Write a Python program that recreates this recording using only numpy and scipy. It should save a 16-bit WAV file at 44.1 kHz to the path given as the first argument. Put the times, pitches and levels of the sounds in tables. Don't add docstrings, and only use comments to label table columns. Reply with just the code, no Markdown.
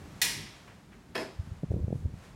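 import sys
import numpy as np
from scipy import signal
from scipy.fft import rfft, irfft
from scipy.io import wavfile

SR = 44100
rng = np.random.default_rng(int(sys.argv[2]) if len(sys.argv) > 2 else 0)


def file_out(sig):
    cols = np.atleast_2d(sig).T
    lim = np.clip(cols, -1, 1)
    pcm = np.round(lim * 32767).astype(np.int16)
    wavfile.write(sys.argv[1], SR, pcm)


N = 103635
TIME = np.arange(N) / SR

# start_s, relative_db
LATCH_CONTACTS = [(0.2162, -2.5), (0.2178, -3), (0.2205, -3.5)]
DOOR_CONTACTS = [(1.149, -13), (1.1528, 1), (1.1548, 3), (1.163, -2), (1.179, -1), (1.208, -13)]
# pitch_hz, relative_db, t60_s
LATCH_MODES = [(939, -12, .6), (1709, -6, .4), (1908, -4, .35), (1966, -3, .45), (2022, -5, .45),
               (2200, -7, .5), (2457, 1, .35), (2850, -10, .55), (3230, -10, .35), (3395, -8, .35),
               (3668, -7, .3), (3951, -7, .3), (4198, 0, .25), (4275, 0, .25), (5353, -7, .36),
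               (5550, -9, .6), (5927, -7, .35), (7052, -6, .3), (7410, -5, .3), (8524, -4, .3)]
DOOR_MODES = [(250, -7, .36), (309, -6, .28), (388, 2, .36), (500, -5, .27), (641, -5, .38), (675, -9, .36),
              (872, -9, .27), (1022, -11, .27), (1711, -1, .24), (1775, -8, .22), (2465, -10, .2),
              (2540, -7, .2), (2691, -8, .24), (3270, -10, .17), (5122, -15, .27), (5192, -18, .27)]
# freq_hz, density_db
LATCH_CRACK_COLOUR = [(500, -27), (1300, -15), (1900, 2.5), (2500, -4.5), (3100, -5.5), (4200, 1.5),
                      (6000, -2), (8000, -7.5), (15000, -8)]
DOOR_CRACK_COLOUR = [(150, -11), (350, 6.5), (700, -19), (1200, -5), (1750, 1.5), (2500, -5.5), (3500, -11),
                     (5300, -11.5), (6200, -25), (11000, -25), (15000, -46)]
# freq_hz, density_db
LATCH_ECHO_COLOUR = [(300, 0), (600, -13), (920, -8.5), (1400, -13.5), (1700, -4), (2400, -2), (2650, -3.5),
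                     (4300, -5.5), (4800, -3), (5600, -2), (6600, -6), (7800, -6.5), (9200, -3),
                     (12000, -7), (15500, -13.5)]
DOOR_ECHO_COLOUR = [(120, -10), (170, -10), (230, -0.5), (390, -3.5), (540, -8.5), (650, -10),
                    (1270, -16.5), (1760, -16), (2200, -16), (2600, -21.5), (3600, -25), (5200, -20.5),
                    (5750, -29.5), (11500, -34), (15500, -54)]
# freq_hz, t60_s
LATCH_ECHO_T60 = [(400, 0.47), (2000, 0.76), (5000, 0.72), (8000, 0.48), (14000, 0.3)]
DOOR_ECHO_T60 = [(250, 0.35), (1000, 0.47), (2200, 0.36), (5000, 0.52), (12000, 0.25)]

# peak_s, push_db, centre_hz, edge_db
EDDIES = [(0.04, -42, 83, -75), (0.385, -47, 111, -74), (0.699, -44.5, 113, -68), (1.398, -23, 81.6, -59),
          (1.475, -37.5, 144, -52), (1.520, -26.5, 89, -60), (1.635, -25.5, 182, -28),
          (1.642, -23.5, 159, -38), (1.709, -19.5, 97, -34.5), (1.718, -47, 151, -23.5),
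          (1.742, -25, 116, -26.5), (1.767, -26, 162, -32), (1.793, -27.5, 180, -54), (1.844, -21, 99, -40),
          (1.882, -24.5, 124, -29.5), (1.906, -35, 150, -30), (1.9282, -21, 159, -22),
          (1.957, -22.5, 123, -38), (2.058, -17.5, 80.6, -39), (2.141, -31.5, 134, -45)]
# time_s, level_db
DRAUGHT_LEVEL = [(1.3, -63), (1.42, -46.5), (1.54, -46), (1.6, -50), (1.68, -47), (1.745, -31.5),
                 (1.80, -32.5), (1.87, -40.5), (1.95, -37), (1.99, -42.5), (2.08, -39.5), (2.18, -49),
                 (2.3, -52), (2.35, -46)]
# freq_hz, density_db
DRAUGHT_COLOUR = [(20, -27), (45, -6.5), (85, -7), (190, -14), (280, -27), (600, -63), (1500, -73)]
FLUTTER_COLOUR = [(100, -17), (280, -5.5), (500, -7.5), (700, -25), (1000, -25.5), (2000, -73)]

# start_s, clatter_db, thud_db
KNOCKS = [(0.031, -61.5, -50), (0.673, -52.5, -64), (0.918, -56.5, -54.5), (1.403, -70, -66)]
# freq_hz, density_db
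CLATTER_COLOUR = [(100, -7), (400, 2), (1200, 2.5), (2200, 3.5), (4000, -12), (12000, -28)]
THUD_COLOUR = [(150, -8), (290, -4), (380, -2), (480, -13), (800, -27), (3000, -54)]
# peak_s, level_db, half_length_s
RUSTLES = [(1.72, -67.5, 0.014), (1.98, -68.5, 0.092)]
# freq_hz, density_db
RUSTLE_COLOUR = [(500, 0), (3000, -3), (7000, -1), (10000, -3.5), (15000, -14)]
# freq_hz, density_db
RUMBLE_COLOUR = [(20, -21), (45, -0.5), (80, -1.5), (170, 2), (260, -5), (400, -10), (600, -27),
                 (2000, -45)]
AIR_COLOUR = [(260, -12), (450, -2.5), (700, -2), (1130, -5), (1900, -8), (3000, -13), (5200, -17),
              (7000, -18), (11000, -25), (15500, -35)]
# time_s, level_db
RUMBLE_LEVEL = [(0, -48.5), (.25, -50.5), (.39, -43.5), (.55, -57), (.8, -54.5), (1.1, -53.5), (1.6, -63.5),
                (2.35, -56.5)]
AIR_LEVEL = [(0, -56), (.1, -56), (.2, -54.5), (.6, -57), (.85, -62.5), (1.08, -62.5), (1.45, -58.5),
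             (1.7, -62.5), (2.1, -63), (2.25, -55), (2.35, -61)]


def latch():
    crack = cracks(LATCH_CONTACTS, LATCH_CRACK_COLOUR, LATCH_MODES, boost_db=7.5, t60_s=.039)
    ring = ringing(LATCH_CONTACTS, LATCH_MODES)
    echo = hall_echo(LATCH_CONTACTS, LATCH_ECHO_COLOUR, LATCH_MODES, LATCH_ECHO_T60,
                     rise_s=.003, hold_s=.004)
    return high_pass(from_db(-19) * crack + from_db(-34.5) * ring + from_db(-25.5) * echo, hz=504)


def door():
    crack = cracks(DOOR_CONTACTS, DOOR_CRACK_COLOUR, DOOR_MODES, boost_db=4, t60_s=.031)
    ring = ringing(DOOR_CONTACTS, DOOR_MODES)
    echo = hall_echo(DOOR_CONTACTS, DOOR_ECHO_COLOUR, DOOR_MODES, DOOR_ECHO_T60,
                     rise_s=.01, hold_s=.063)
    return high_pass(from_db(-30.5) * crack + from_db(-40) * ring + from_db(-36) * echo, hz=190)


def cracks(contacts, colour, modes, boost_db, t60_s):
    return struck(contacts, t60_s) * noise(colour, modes, boost_db)


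def ringing(contacts, modes):
    out = 0
    for hz, db, t60_s in modes:
        tone = np.real(waver() * np.exp(2j * np.pi * (hz * TIME + rng.random())))
        out += from_db(db) * struck(contacts, t60_s) * tone
    return out


def struck(contacts, t60_s):
    energy = np.zeros(N)
    for start_s, db in contacts:
        energy[int(start_s * SR)] += from_db(db) ** 2
    retained = from_db(-60 / (t60_s * SR)) ** 2
    return np.sqrt(signal.lfilter([1], [1, -retained], energy + 1e-18))


def waver(corner_hz=20, step_hz=60):
    steps_s = np.arange(int(N / SR * step_hz) + 2) / step_hz
    pole = np.exp(-2 * np.pi * corner_hz / step_hz)
    white = rng.standard_normal((2, len(steps_s)))
    real, imag = signal.lfilter([np.sqrt((1 - pole ** 2) / 2)], [1, -pole], white)
    return (1 + np.interp(TIME, steps_s, real + 1j * imag)) / np.sqrt(2)


def hall_echo(contacts, colour, modes, t60_table, rise_s, hold_s):
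    start_s = contacts[0][0]
    spectrum = rfft(noise(colour, modes, boost_db=2.5))
    octave = np.log2(np.clip(np.fft.rfftfreq(N, 1 / SR), 125, 16000) / 125)
    out = 0
    for k in range(8):
        band = irfft(spectrum * np.maximum(1 - abs(octave - k), 0), N)
        out += band * envelope(start_s, rise_s, hold_s, at_hz(t60_table, 125 * 2 ** k))
    return out


def eddies(damping=1.32, edge_hz=371, edge_half_s=.0011):
    out = 0
    for peak_s, push_db, centre_hz, edge_db in EDDIES:
        age_s = TIME - peak_s
        cusp = np.exp(.5 - 2 * np.hypot(damping * age_s * centre_hz, .25))
        push = cusp * np.cos(2 * np.pi * age_s * centre_hz + rng.normal(0, .44))
        pop_hz = edge_hz * np.exp(rng.normal(0, .1))
        window = np.exp(-(age_s / edge_half_s) ** 2)
        edge = window * np.cos(2 * np.pi * age_s * pop_hz + rng.normal(0, .6))
        out += from_db(push_db) * push + from_db(edge_db) * edge
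    return out


def draught(strong_flow_db=-32, strong_flutter_db=-45, flutter_db_per_db=1.42):
    flow_db = in_time(DRAUGHT_LEVEL)
    flutter_db = strong_flutter_db + flutter_db_per_db * (flow_db - strong_flow_db)
    flutter = from_db(flutter_db) * noise(FLUTTER_COLOUR)
    return from_db(flow_db) * noise(DRAUGHT_COLOUR) + flutter


def far_knocks(rise_s=.0049, t60_s=.3):
    clatter, thud = noise(CLATTER_COLOUR), noise(THUD_COLOUR)
    out = 0
    for start_s, clatter_db, thud_db in KNOCKS:
        knock = from_db(clatter_db) * clatter + from_db(thud_db) * thud
        out += knock * envelope(start_s, rise_s, hold_s=rise_s, t60_s=t60_s)
    return out


def hand_rustles():
    swells = sum(from_db(db) * np.exp(-((TIME - peak_s) / half_s) ** 2) for peak_s, db, half_s in RUSTLES)
    return swells * noise(RUSTLE_COLOUR)


def hall_noise():
    rumble = from_db(in_time(RUMBLE_LEVEL)) * noise(RUMBLE_COLOUR)
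    air = from_db(in_time(AIR_LEVEL)) * unit_rms(high_pass(noise(AIR_COLOUR), hz=390))
    return rumble + air


def noise(colour, modes=(), boost_db=0, q=51):
    freq_hz = np.fft.rfftfreq(N, 1 / SR)
    peaks = sum(1 / (1 + (q * (freq_hz / hz - 1)) ** 2) ** 2 for hz, _, _ in modes)
    gain = from_db(at_hz(colour, freq_hz) + boost_db * np.minimum(peaks, 1))
    return unit_rms(irfft(rfft(rng.standard_normal(N)) * gain, N))


def envelope(start_s, rise_s, hold_s, t60_s):
    age_s = TIME - start_s
    return np.clip(age_s / rise_s, 0, 1) * from_db(-60 * np.maximum(age_s - hold_s, 0) / t60_s)


def from_db(db):
    return 10 ** (np.asarray(db) / 20)


def unit_rms(x):
    return x / np.sqrt(np.mean(x ** 2) + 1e-20)


def in_time(table):
    return np.interp(TIME, *np.transpose(table))


def at_hz(table, hz):
    freq_hz, value = np.transpose(table)
    return np.interp(np.log(hz + 1e-3), np.log(freq_hz), value)


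def high_pass(x, hz):
    return signal.sosfilt(signal.butter(2, hz, "high", fs=SR, output="sos"), x)


def scene():
    return (latch() + door() + eddies() + draught() + far_knocks() + hand_rustles() + hall_noise())[None]


def record(dry):
    low_hz, top_hz = 36.2, 15900
    low_pass = signal.ellip(10, .2, 80, top_hz, fs=SR, output="sos")
    return signal.sosfilt(low_pass, high_pass(dry, low_hz))


dry = scene()
out = record(dry)
file_out(out)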